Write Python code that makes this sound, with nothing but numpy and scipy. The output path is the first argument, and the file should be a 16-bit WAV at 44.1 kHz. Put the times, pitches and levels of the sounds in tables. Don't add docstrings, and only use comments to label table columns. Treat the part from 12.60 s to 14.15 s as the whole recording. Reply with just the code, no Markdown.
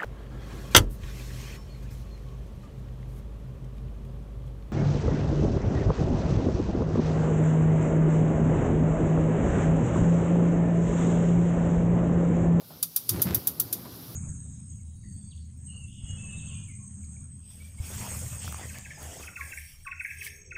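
import sys
import numpy as np
from scipy import signal
from scipy.io import wavfile

SR = 44100
rng = np.random.default_rng(int(sys.argv[2]) if len(sys.argv) > 2 else 0)


def decibels_to_gain(level_db):
    exponent = np.asarray(level_db, float) / 20
    return 10 ** exponent


def generate_wav(sig):
    pcm = np.round(np.clip(np.atleast_2d(sig).T, -1, 1) * 32767).astype(np.int16)
    wavfile.write(sys.argv[1], SR, pcm)


N = 68355
T = np.arange(N) / SR


def rms_one(x):
    return x / np.sqrt(np.mean(x ** 2) + 1e-20)


def in_time(rows):
    return np.interp(T, *np.transpose(rows))


def drift(rate_hz):
    r = np.exp(-2 * np.pi * rate_hz / SR)
    wander = signal.lfilter([1], [1, -2 * r, r * r], rng.standard_normal(N + SR))
    return rms_one(wander[SR:])


def fade(start_s, rise_s, t60_s):
    age_s = np.maximum(T - start_s, 0)
    return (1 - np.exp(-(age_s / rise_s) ** 2)) * decibels_to_gain(-60 * age_s / t60_s)


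def band_pass(x, order, low_hz, high_hz):
    return signal.sosfilt(signal.butter(order, [low_hz, high_hz], "band", fs=SR, output="sos"), x)


def peaks(x, rows):
    out = 0
    for k, (pitch_hz, width_hz, level_db) in enumerate(rows):
        r = np.exp(-np.pi * width_hz / SR)
        b = decibels_to_gain(level_db) * (-1) ** k * (1 - r * r) / 2 * np.array([1, 0, -1])
        a = [1, -2 * r * np.cos(2 * np.pi * pitch_hz / SR), r * r]
        out = out + signal.lfilter(b, a, x)
    return out


def bands(x, spectrum, patchy_db, rate_hz):
    pitch_hz, level_db = np.transpose(spectrum)
    count = int(4 * np.log2(pitch_hz[-1] / pitch_hz[0])) + 2
    edges_hz = np.geomspace(pitch_hz[0], pitch_hz[-1], count)
    out, together = 0, drift(rate_hz / 3)
    for k, (low_hz, high_hz) in enumerate(zip(edges_hz, edges_hz[1:])):
        band_db = np.interp(np.log(low_hz * high_hz) / 2, np.log(pitch_hz), level_db)
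        band_db = band_db + patchy_db * (0.73 * together + drift(rate_hz))
        out = out + decibels_to_gain(band_db) * band_pass(x[k % 2], 2, low_hz, high_hz)
    return out


# start_s, peak_db, dull_db, upper_db, crack_db
SPARKS = [
    (0.2276, -9, -18.5, -10.5, 9),
    (0.362, -7, -20, -11.5, 12),
    (0.4916, -7, -17, -8.5, 8),
    (0.6185, -3.5, -24, -21, 7.5),
    (0.7458, -6.5, -23.5, -25, 11),
    (0.8717, -6.5, -23, -16, 9.5),
    (0.999, -5.5, -24.5, -24.5, 13),
    (1.127, -10.5, -21, -12, 8),
]
GAP_HZ = [9500, 11750, 13050, 15350, 14200, 10700]
# width_hz, level_db
GAP_PEAKS = [(1388.9, -7), (463, 3.84), (500, -7), (455, -0.5), (1490, -17.5), (600, -9)]
# pitch_hz, width_hz, level_db
BROAD = [(12900, 3350, -12.0)]
# pitch_hz, level_db [dB per Hz]
DULL_SPECTRUM = [(470, -61), (800, -12), (1350, -2.5), (2100, -16.5), (3790, 4.5), (4120, -20), (5610, 4),
                 (7500, 5.5), (9750, -21), (16500, -120)]
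DULL_HZ = [1250, 2450, 3700, 4750, 5700, 6400]
# width_hz, level_db
DULL_PEAKS = [(330, -19), (297, -16.0), (270, -4.0), (248, -1), (264, 0), (287, -10.5)]
SPARK_DB, DULL_DB, UPPER_DB, DULL_CRACK_DB = -8, 13.5, 14, 2
RISE_S, CRACK_LAG_S, RATTLE_T60_S, DULL_T60_S, ECHOES_PER_S = 0.0011, 0.0012, 0.056, 0.079, 11000
COIL_LEAD_S, COIL_DB, COIL_T60_S = 0.0033, -25.5, 0.023
KITCHEN_RISE_S, KITCHEN_T60_S, KITCHEN_DB = 0.0028, 0.21, -17.5


def sparks():
    share = ECHOES_PER_S / SR
    echoes = rng.standard_normal((4, N)) * (rng.random((4, N)) < share) / np.sqrt(share)
    tail = rng.standard_normal((4, N))
    start_s, peak_db, dull_db, upper_db, crack_db = np.transpose(SPARKS)

    def burst(t60_s, level_db, crack_db):
        near, far, crack = np.zeros(N), np.zeros(N), np.zeros(N)
        for s, db in zip(start_s, level_db):
            rattle = fade(s - RISE_S, RISE_S, t60_s)
            coil = decibels_to_gain(COIL_DB) * fade(s - RISE_S - COIL_LEAD_S, RISE_S / 2, COIL_T60_S)
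            near += decibels_to_gain(db) * (rattle + coil)
            far += decibels_to_gain(db + KITCHEN_DB) * fade(s, KITCHEN_RISE_S, KITCHEN_T60_S)
        crack[((start_s + CRACK_LAG_S) * SR).astype(int)] = decibels_to_gain(level_db + crack_db)
        return near * echoes + far * tail + crack + 1e-18

    gap = [(hz, *row) for hz, row in zip(GAP_HZ, GAP_PEAKS)]
    top = burst(RATTLE_T60_S, peak_db, crack_db)
    top = peaks(top[0], gap[1:]) + peaks(top[1], BROAD)
    upper = burst(RATTLE_T60_S, peak_db + upper_db + UPPER_DB, crack_db)
    upper = peaks(upper[2], gap[:1])
    steep = signal.butter(2, 7500, "high", fs=SR, output="sos")
    bright = signal.sosfilt(steep, top + upper)

    dull = burst(DULL_T60_S, peak_db + dull_db + DULL_DB, crack_db + DULL_CRACK_DB)
    dull_ring = peaks(dull[1], [(hz, *row) for hz, row in zip(DULL_HZ, DULL_PEAKS)])
    dull_wash = bands(dull[2:], DULL_SPECTRUM, patchy_db=-1.1, rate_hz=25)
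    return decibels_to_gain(SPARK_DB) * (3.1 * bright + 0.5 * dull_wash + 2.01 * dull_ring)


# start_s, level_db
FLAME = [(0.46, -71), (0.504, -41.5), (0.526, -34.5), (0.614, -29), (0.632, -43.5), (0.66, -27.5),
         (0.69, -28.5), (0.772, -33), (0.8, -47.5), (0.894, -43), (0.944, -51), (1.024, -42.5),
         (1.044, -44.5), (1.228, -45.5), (1.258, -46), (1.378, -51), (1.516, -45), (1.55, -52)]
# pitch_hz, level_db [dB per Hz]
RUMBLE = [(18, -47), (30, -21.5), (113, -3), (210, -7.5), (359, -11), (922, -24.5), (1240, -24.5),
          (2930, -35), (5000, -28.5), (6500, -83), (11000, -120)]
# pitch_hz, width_hz, level_db
BOOM = [(111.6, 14.6, 2.75), (183, 15.7, -1), (261.3, 22.7, -6), (350, 69, -7.5)]
BOOM_DB, RUMBLE_DB = -5, -4
POPS_PER_S, POP_DB, POP_LOW_HZ, POP_HIGH_HZ = 89, -15, 300, 1900
POP_FOLLOWS = 1.47


def flame():
    level_db = in_time(FLAME) - 40 * (T < FLAME[0][0])
    white = rng.standard_normal((3, N))
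    rumble = decibels_to_gain(RUMBLE_DB) * rms_one(bands(white, RUMBLE, patchy_db=3.5, rate_hz=12.5))
    boom = decibels_to_gain(BOOM_DB + 2.7 * drift(19)) * rms_one(peaks(white[2], BOOM))
    pops = (rng.random(N) < POPS_PER_S / SR) * decibels_to_gain(1.9 * rng.exponential(1, N)) * rng.choice([-1, 1], N)
    pops = rms_one(band_pass(pops, 1, POP_LOW_HZ, POP_HIGH_HZ))
    pop_db = POP_DB + (POP_FOLLOWS - 1) * (level_db - level_db.max())
    return decibels_to_gain(level_db) * (rumble + boom + decibels_to_gain(pop_db) * pops)


# start_s, peak_db, pitch_hz, t60_s
GULPS = [
    (0.506, -31, 105, 0.38),
    (.53, -32, 66, 0.19),
    (0.672, -44, 105, 0.2),
    (0.688, -27, 77.7, 0.25),
    (0.766, -45, 71, 0.11),
    (1.042, -36, 115, 0.15),
    (1.139, -45, 116, 0.1),
    (1.47, -41, 120, 0.26),
]


def gulps():
    out = np.zeros(N)
    for start_s, peak_db, pitch_hz, t60_s in GULPS:
        age_s = T - start_s
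        swing = np.sin(2 * np.pi * pitch_hz * age_s * (1 - 0.71 * age_s))
        out += decibels_to_gain(peak_db + 1.5) * fade(start_s, 0.0086, t60_s) * swing
    return out


# start_s, level_db
GAS = [(0.0, -54), (0.24, -52), (0.452, -47), (0.568, -47.5), (0.724, -48.5), (0.966, -50), (1.55, -49)]
# pitch_hz, level_db [dB per Hz]
HISS = [(1500, -15.5), (3300, -5.5), (5400, -1.5), (8000, -17.5), (10000, -7), (11700, 9.5), (13500, -4.5),
        (16500, 3)]
# pitch_hz, width_hz, level_db
JET_PEAKS = [(12200, 290, 18), (4840, 1100, 7)]


def jet():
    white = rng.standard_normal((3, N))
    hiss = rms_one(bands(white, HISS, patchy_db=1.97, rate_hz=13))
    return decibels_to_gain(in_time(GAS)) * (hiss + 0.56 * peaks(white[2], JET_PEAKS))


# start_s, peak_db, pitch_hz, t60_s
KNOCKS = [(0.1, -48, 650, 0.13), (0.117, -44, 3760, 0.014), (1.25, -49, 1220, 0.11),
          (1.252, -42.5, 600, 0.12), (0.01, -51.5, 500, 0.13), (.541, -40, 1340, .03),
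          (.661, -40, 3500, 0.013), (.676, -35.5, 1280, .04), (0.678, -44, 2770, 0.028),
          (0.694, -35.5, 1200, 0.038), (0.734, -34, 1300, .03), (.75, -53, 1390, 0.03)]


def knocks():
    out = np.zeros(N)
    for start_s, peak_db, pitch_hz, t60_s in KNOCKS:
        body = [(pitch_hz, pitch_hz, 0)]
        bump = rms_one(peaks(peaks(rng.standard_normal(N), body), body))
        out += decibels_to_gain(peak_db) * fade(start_s, 0.0029, t60_s) * bump
    return out


# start_s, level_db
STIR = [(0, 3.5), (.09, -5), (.11, 4.0), (.2, -1), (.26, -8), (.48, -3.0), (.8, 1.5), (1.55, 1.5)]
# pitch_hz, level_db [dB per Hz]
ROOM = [(29, -48), (50, -6), (180, -1.5), (313, -4.5), (523, -7), (906, -9.5), (1540, -14), (1850, -32),
        (4000, -12.5), (5200, -46), (8800, -120)]
# pitch_hz, width_hz, level_db
ROOM_HUM = [(105, 52, -5), (168, 7.2, 5.3), (255, 36, -8.5)]
ROOM_DB, HUM_DB = -56, -53.5


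def room():
    white = rng.standard_normal((3, N))
    stir_db = in_time(STIR)
    noise = decibels_to_gain(ROOM_DB + stir_db) * rms_one(bands(white, ROOM, patchy_db=1.5, rate_hz=10))
    hum = decibels_to_gain(HUM_DB + 2.9 * drift(4.6) + 0.5 * stir_db) * rms_one(peaks(white[2], ROOM_HUM))
    return noise + hum


def scene():
    background = room()
    bumps = knocks() + gulps()
    return (sparks() + jet() + flame() + bumps + background)[None]


def roll_off(x):
    return signal.sosfilt(signal.butter(12, 16800, fs=SR, output="sos"), x)


def record(dry):
    top = signal.cheby1(9, 1, 15500, fs=SR, output="sos")
    bottom = signal.butter(4, 55, "high", fs=SR, output="sos")
    mix = signal.sosfilt(np.vstack([top, bottom]), dry)
    return roll_off(mix)


dry = scene()
out = record(dry)
generate_wav(out)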